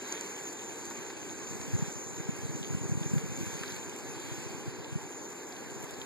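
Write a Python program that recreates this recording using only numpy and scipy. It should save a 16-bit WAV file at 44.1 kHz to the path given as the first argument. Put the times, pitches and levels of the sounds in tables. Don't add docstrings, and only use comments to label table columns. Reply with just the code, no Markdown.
import sys
import numpy as np
from scipy import signal
from scipy.io import wavfile
from scipy.ndimage import uniform_filter1d

SR = 44100
rng = np.random.default_rng(int(sys.argv[2]) if len(sys.argv) > 2 else 0)


def unload_audio(sound):
    columns = np.transpose(np.atleast_2d(sound))
    steps = np.round(np.clip(columns, -1, 1) * 32767)
    wavfile.write(sys.argv[1], SR, steps.astype(np.int16))


def volts_from_decibels(level):
    exponent = np.asarray(level, float) / 20
    return 10 ** exponent


N = 267113


def read(points, hz, order=1):
    columns = np.transpose(points)
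    return np.interp(np.log(hz + 1), np.log(columns[0] + 1), columns[order])


def at_time(points, t):
    return np.interp(t, *np.transpose(points))


def evened(x):
    return x / np.sqrt(np.mean(x ** 2) + 1e-20)


def add(mix, s, sound):
    part = mix[max(round(s * SR), 0):][:len(sound)]
    part += sound[:len(part)]


def band(x, hz, width_hz):
    return signal.lfilter(*signal.iirpeak(hz, hz / width_hz, SR), x)


# (time [s], rumble level [dB])
BREEZE = [(0, -64), (.4, -68), (.9, -55.5), (1.3, -56), (1.55, -46), (1.78, -40.5), (1.92, -50),
          (2.3, -46.5), (2.7, -39.5), (3.0, -40.5), (3.4, -41), (3.6, -47.5), (3.9, -52), (4.4, -46),
          (4.95, -50.5), (5.35, -65.5), (5.8, -49.5), (6.06, -56.5)]


def small_eddies(count=150, gap_s=0.04):
    late, size, tone = rng.random((count, 3)).T
    s = (np.arange(count) + 2 * late) * gap_s
    db = at_time(BREEZE, s) + 12.5 + 7 * (size - 0.5)
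    hz = 135 + 46 * (tone - 0.5)
    return list(zip(s + 0.04, db, hz))


# (time [s], peak level [dB], frequency [Hz])
BUFFETS = [(1.51, -30, 130), (1.739, -21, 135), (1.751, -16.5, 123), (1.765, -25, 200), (1.825, -20, 167),
           (2.203, -27.5, 144), (2.293, -20, 176), (2.454, -26.5, 135), (2.553, -25, 137),
           (2.709, -23, 175), (2.75, -17.5, 140), (2.839, -26, 147), (2.896, -21, 164), (2.92, -20.4, 134),
           (2.954, -23, 135), (2.976, -23, 150), (3.016, -23.5, 148), (3.062, -21.5, 130),
           (3.138, -15, 171), (3.154, -24.5, 188), (3.168, -18, 140), (3.18, -22, 150), (3.243, -26, 160),
           (3.411, -21, 130), (3.432, -24, 150), (3.613, -28, 161), (4.319, -27.5, 125), (4.68, -26.5, 133),
           (4.928, -28.5, 130), (4.959, -20, 146)]


def wind(lumpy_db=0.5, cycles=0.65, rumble_db=-2.0):
    t = np.arange(N) / SR
    noise, lumps = rng.standard_normal((N, 2)).T
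    lumps = evened(uniform_filter1d(uniform_filter1d(lumps, 700), 700))
    rumble = band(band(noise, 120, 170), 150, 260) * volts_from_decibels(lumpy_db * lumps)
    out = evened(rumble) * volts_from_decibels(at_time(BREEZE, t) + rumble_db)

    u = np.arange(-1500, 1500) / SR
    eddies = BUFFETS + small_eddies()
    for (s, db, hz), (turn, wide) in zip(eddies, rng.random((len(eddies), 2))):
        length_s = cycles * (0.51 + 0.87 * wide) / hz
        swell = np.exp(-(u / length_s) ** 2)
        add(out, s + u[0], volts_from_decibels(db) * swell * np.cos(2 * np.pi * (hz * u + turn)))
    return out


def ticks(events, hz, width_hz, t60, gain_db, second):
    out = np.zeros((2, N))
    u = np.arange(600) / SR
    puffs = rng.standard_normal((len(events), 2, len(u) + 1))
    for (s, db), puff in zip(events, puffs):
        tone_hz = hz * (1 + 0.016 * puff[0, 0])
        fading = puff[:, 1:] * volts_from_decibels(-60 * u / t60)
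        ring = band(band(fading, tone_hz, width_hz), tone_hz, width_hz)
        ring *= volts_from_decibels(db + gain_db) / abs(ring[0]).max()
        add(out[0], s - 0.001, ring[0])
        add(out[1], s - 0.001, second * ring[0] + 0.47 * ring[1])
    return out


# (time [s], level [dB])
SPOON = [(0.363, -38.4), (0.382, -40.7), (0.472, -40.2), (0.593, -40.4), (0.617, -42.6), (1.295, -39.8),
         (1.473, -38.1), (2.144, -43.1), (2.18, -43.3), (2.629, -34.5), (2.638, -38.1), (2.646, -36.3),
         (2.668, -39.8), (3.033, -36.3), (3.182, -39.4), (3.413, -40.3), (3.635, -35.6), (3.765, -38.7),
         (3.83, -41.9), (3.895, -40.8), (4.07, -41.6), (4.71, -42.4), (4.845, -38.5), (5.124, -45.7),
         (5.566, -40.0), (5.701, -44.1), (5.837, -44.0), (5.893, -40.4), (6.016, -32.3)]


def spoon_ticks():
    return ticks(SPOON, hz=3200, width_hz=1600, t60=0.022, gain_db=0.5, second=-0.25)


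# (time [s], level [dB])
KNOCKS = [
    (0.91, -36),
    (1.102, -34.5),
    (1.614, -37),
    (2.333, -64),
    (3.181, -36.5),
    (3.628, -40),
    (3.635, -31),
    (5.501, -43),
    (5.902, -42),
    (6.056, -40),
]


def floor_knocks():
    return ticks(KNOCKS, hz=1575, width_hz=2400, t60=0.058, gain_db=-3.0, second=0.61)


# (time [s], level [dB])
SCRAPES = [
    (1.613, -38),
    (3.66, -38),
    (3.68, -36),
    (3.705, -35),
    (3.713, -40),
    (3.722, -36.5),
    (5.525, -39),
    (5.94, -40.5),
]


def scrapes():
    return ticks(SCRAPES, hz=4260, width_hz=1700, t60=0.018, gain_db=0.1, second=0.22)


# (time [s], level [dB])
SPITS = [(0.015, -53), (0.027, -46), (0.43, -36), (0.529, -35), (0.713, -56), (0.786, -39), (0.854, -33.5),
         (0.902, -38.5), (1.265, -55), (2.04, -42), (2.321, -51), (2.364, -36), (3.765, -38),
         (3.895, -36.5), (3.963, -36), (4.202, -36), (5.491, -43), (5.827, -37), (5.843, -39), (5.909, -36)]


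def fat_spits():
    return ticks(SPITS, hz=8300, width_hz=11000, t60=0.02, gain_db=-3, second=0.3)


# (time [s], level [dB])
POPS = [
    (.125, -27),
    (.211, -29.5),
]


def fat_pops():
    return ticks(POPS, hz=5600, width_hz=5000, t60=0.012, gain_db=0, second=0.25)


def crackle(per_s, spread_db):
    size = volts_from_decibels(spread_db * np.minimum(rng.exponential(1, N), 4))
    happens = rng.random(N) < per_s / SR
    return evened(size * rng.standard_normal(N) * happens)


def grainy_noise(grain=0.16):
    smooth = rng.standard_normal((2, N))
    grains = np.array([crackle(per_s=2000, spread_db=3.5), crackle(per_s=2000, spread_db=3.5)])
    hz, t, rush = signal.stft(smooth, SR, nperseg=1024, noverlap=768)
    bursts = signal.stft(grains, SR, nperseg=1024, noverlap=768)[2]
    share = np.clip(grain * np.sqrt(hz / 9000), 0, 0.9)[:, None]
    return hz, t, np.sqrt(1 - share) * rush + np.sqrt(share) * bursts


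STOVE_HZ = (800, 2600, 4800, 6000, 7800, 9500)
# (time [s], stirring level [dB])
STIRRING = [(0, 2.5), (.125, 7), (.3, 2), (.55, .5), (1.3, .3), (1.6, 1), (1.875, 2), (2.05, -2.5),
            (2.375, 1.5), (2.5, -0.5), (3.3, 1), (3.68, 5), (3.875, -0.5), (4.375, 3.5), (4.65, -0.2),
            (5.2, -3), (5.65, -1), (6.06, -0.5)]
# (time [s], exposure level [dB])
EXPOSURE = [(0, 1.5), (.625, 1.5), (1, -0.5), (1.375, 0.5), (1.5, 2.5), (2.3, 1), (2.55, 0), (3, 1.5),
            (3.125, 3), (3.26, -0.5), (3.5, 3.5), (3.75, 0.5), (3.875, -1.5), (4.4, 0.4), (4.85, -4.5),
            (5.2, 0), (5.5, -4), (5.8, -2)]
# (time [s], level [dB])
FAT = [
    (0, -2),
    (.4, 0.5),
    (2, -0.5),
    (3, 1),
    (3.9, 1),
    (4.4, 0.5),
    (4.8, 2),
    (5.5, 2.5),
    (5.7, 2),
    (6.06, 3.5),
]


def stove_level_db(hz, t, patchy_db=1.5, flicker_db=0.5, flutter_db=0.65):
    flutter = evened(uniform_filter1d(rng.standard_normal(N), round(0.14 * SR)))
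    sizzle = at_time(STIRRING, t)
    jet = at_time(EXPOSURE, t) + flutter_db * np.interp(t, np.arange(N) / SR, flutter)
    roar = 0.16 * sizzle
    fat = 0.61 * sizzle + 0.66 * jet + at_time(FAT, t)
    layers = np.transpose([roar, sizzle, sizzle, jet, jet, fat])
    level_db = np.transpose([np.interp(hz, STOVE_HZ, row) for row in layers])

    chance = rng.standard_normal((len(t), len(hz) + 1)).T
    patches = evened(uniform_filter1d(uniform_filter1d(chance[1:], 16, 0), 9, 1))
    flicker = evened(uniform_filter1d(chance[0], 4))
    restless = np.sqrt(hz / 5000)[:, None]
    return level_db + restless * (patchy_db * patches + flicker_db * flicker)


# (frequency [Hz], level [dB per Hz])
COMMON = [(70, -81), (200, -71.5), (370, -66.5), (470, -74), (640, -86), (850, -80.5), (1250, -89.5),
          (1600, -92.5), (2400, -87), (3600, -95.5), (4600, -94.5), (9900, -102.8), (13000, -104.8),
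          (14000, -107.9)]
# (frequency [Hz], level [dB per Hz])
DIFFERENCE = [(60, -80), (130, -91.5), (230, -94), (350, -94.5), (600, -81), (950, -93.5), (1250, -86),
              (2000, -90), (3000, -92.5), (3700, -95), (5500, -97.5), (9000, -99), (12000, -101.2),
              (14100, -109.7)]
# (frequency [Hz], in step [share], a quarter turn ahead [share])
LIKENESS = [(150, 0.64, -0.08), (259, 0.35, -0.18), (375, 0.034, -0.3), (555, -1.2, 0.55),
            (654, 0.34, 0.56), (800, 0.15, -0.26), (980, -0.037, 0.27), (1120, -1.4, 0.5), (1855, -1, 0.23),
            (2460, 0.92, 0.87), (3585, 0.28, -0.41), (3750, 0.64, -0.28), (5270, -0.15, 0.016),
            (9600, 0.079, 0.055)]
# (frequency [Hz], width [Hz], level [dB])
CAVITY = (1615, 168, 7)


def stove():
    hz, t, z = grainy_noise()
    like = read(LIKENESS, hz) - 1j * read(LIKENESS, hz, order=2)
    like = np.conj(like / np.maximum(abs(like) / 0.98, 1))[:, None]
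    cavity_hz, width_hz, cavity_db = CAVITY
    ridge_db = cavity_db * np.exp(-((hz - cavity_hz) / width_hz) ** 2)

    common = z[0] * volts_from_decibels(read(COMMON, hz) + ridge_db)[:, None]
    partly_alike = like * z[0] + np.sqrt(1 - abs(like) ** 2) * z[1]
    difference = partly_alike * volts_from_decibels(read(DIFFERENCE, hz))[:, None]
    ports = np.array([common + difference, common - difference])
    ports = ports * volts_from_decibels(stove_level_db(hz, t)) * np.sqrt(SR / 2)
    return signal.istft(ports, SR, nperseg=1024, noverlap=768)[1][:, :N]


def scene():
    breeze = wind() * np.array([[1], [0.08]])
    pan = spoon_ticks() + floor_knocks() + scrapes() + fat_spits() + fat_pops()
    return breeze + pan + stove()


# (frequency [Hz], level [dB])
COARSE = [(300, -20), (1200, -9), (3000, -4), (5200, -3.5), (7000, -6), (9000, -1.5), (11500, -3),
          (13300, 2.5), (14100, 3.5), (14700, 10), (15300, 30)]
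SPARED = (0.125, 0.211, 3.88)
EDGES = np.r_[0:40:4, 40:96:8, 96:144:12, 144, 160, 176, 196, 216, 240, 264, 292, 320:1024:32]


def rounded_spectrum(stereo, wander_db=1.8, spared_db=-8.0, empty_db=-7.0, rounding=0.38, steady=0.4):
    size, grid = 1024, 196
    pair = np.array([stereo[0] + stereo[1], stereo[0] - stereo[1]]) / 2
    pair = np.pad(pair, ((0, 0), (2 * size - grid, 3 * size)))
    n, k = np.arange(2 * size)[:, None], np.arange(size)
    window = signal.windows.kaiser_bessel_derived(2 * size, 2 * 2 * np.pi)[:, None]
    basis = window * np.sqrt(2 / size) * np.cos(np.pi / size * (n + 0.5 + size / 2) * (k + 0.5))
    frames = np.lib.stride_tricks.sliding_window_view(pair, 2 * size, axis=1)[:, ::size].copy()
    lines = frames @ basis

    widths = np.diff(np.r_[EDGES, size])
    power = np.add.reduceat(lines ** 2, EDGES, axis=2) / widths
    wander = evened(uniform_filter1d(rng.standard_normal(power.shape), size=3, axis=1))
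    step_db = read(COARSE, (EDGES + widths / 2) * SR / 2 / size) + wander_db * wander
    attack = (np.array(SPARED) * SR - grid).astype(int) // size
    step_db[:, attack + np.array([[1], [2]])] += spared_db
    both = power.sum(0) + 1e-20
    step = volts_from_decibels(step_db) * np.sqrt(both * (np.median(both, 0) / both) ** steady)

    kept = np.repeat(np.sqrt(power) > volts_from_decibels(empty_db) * step, widths, axis=2)
    step = np.repeat(step, widths, axis=2)
    rounded = kept * np.sign(lines) * np.floor(abs(lines) / step + rounding) * step
    halves = (rounded @ basis.T).reshape(2, -1, 2, size)
    joined = (halves[:, 1:, 0] + halves[:, :-1, 1]).reshape(2, -1)
    mid, side = joined[:, size - grid:][:, :N]
    return np.array([mid + side, mid - side])


# (frequency [Hz], width [Hz], level [dB])
PORT = (6772, 596, 17.08)


def port_difference(dry):
    hz, width_hz, db = PORT
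    rung = band(band(dry[1], hz, 2.87 * width_hz), hz, 1.6 * width_hz)
    ports = np.array([dry[0], dry[1] + volts_from_decibels(db) * rung])
    ports = signal.lfilter(*signal.butter(2, 80, "high", fs=SR), ports)
    late = np.pad(ports[::-1], ((0, 0), (15, 0)))[:, :N]
    return ports - late


def band_limit(x):
    return signal.sosfilt(signal.butter(12, 14840, fs=SR, output="sos"), x)


def record(dry):
    mix = rounded_spectrum(port_difference(dry))
    return band_limit(mix)


dry = scene()
out = record(dry)
unload_audio(out)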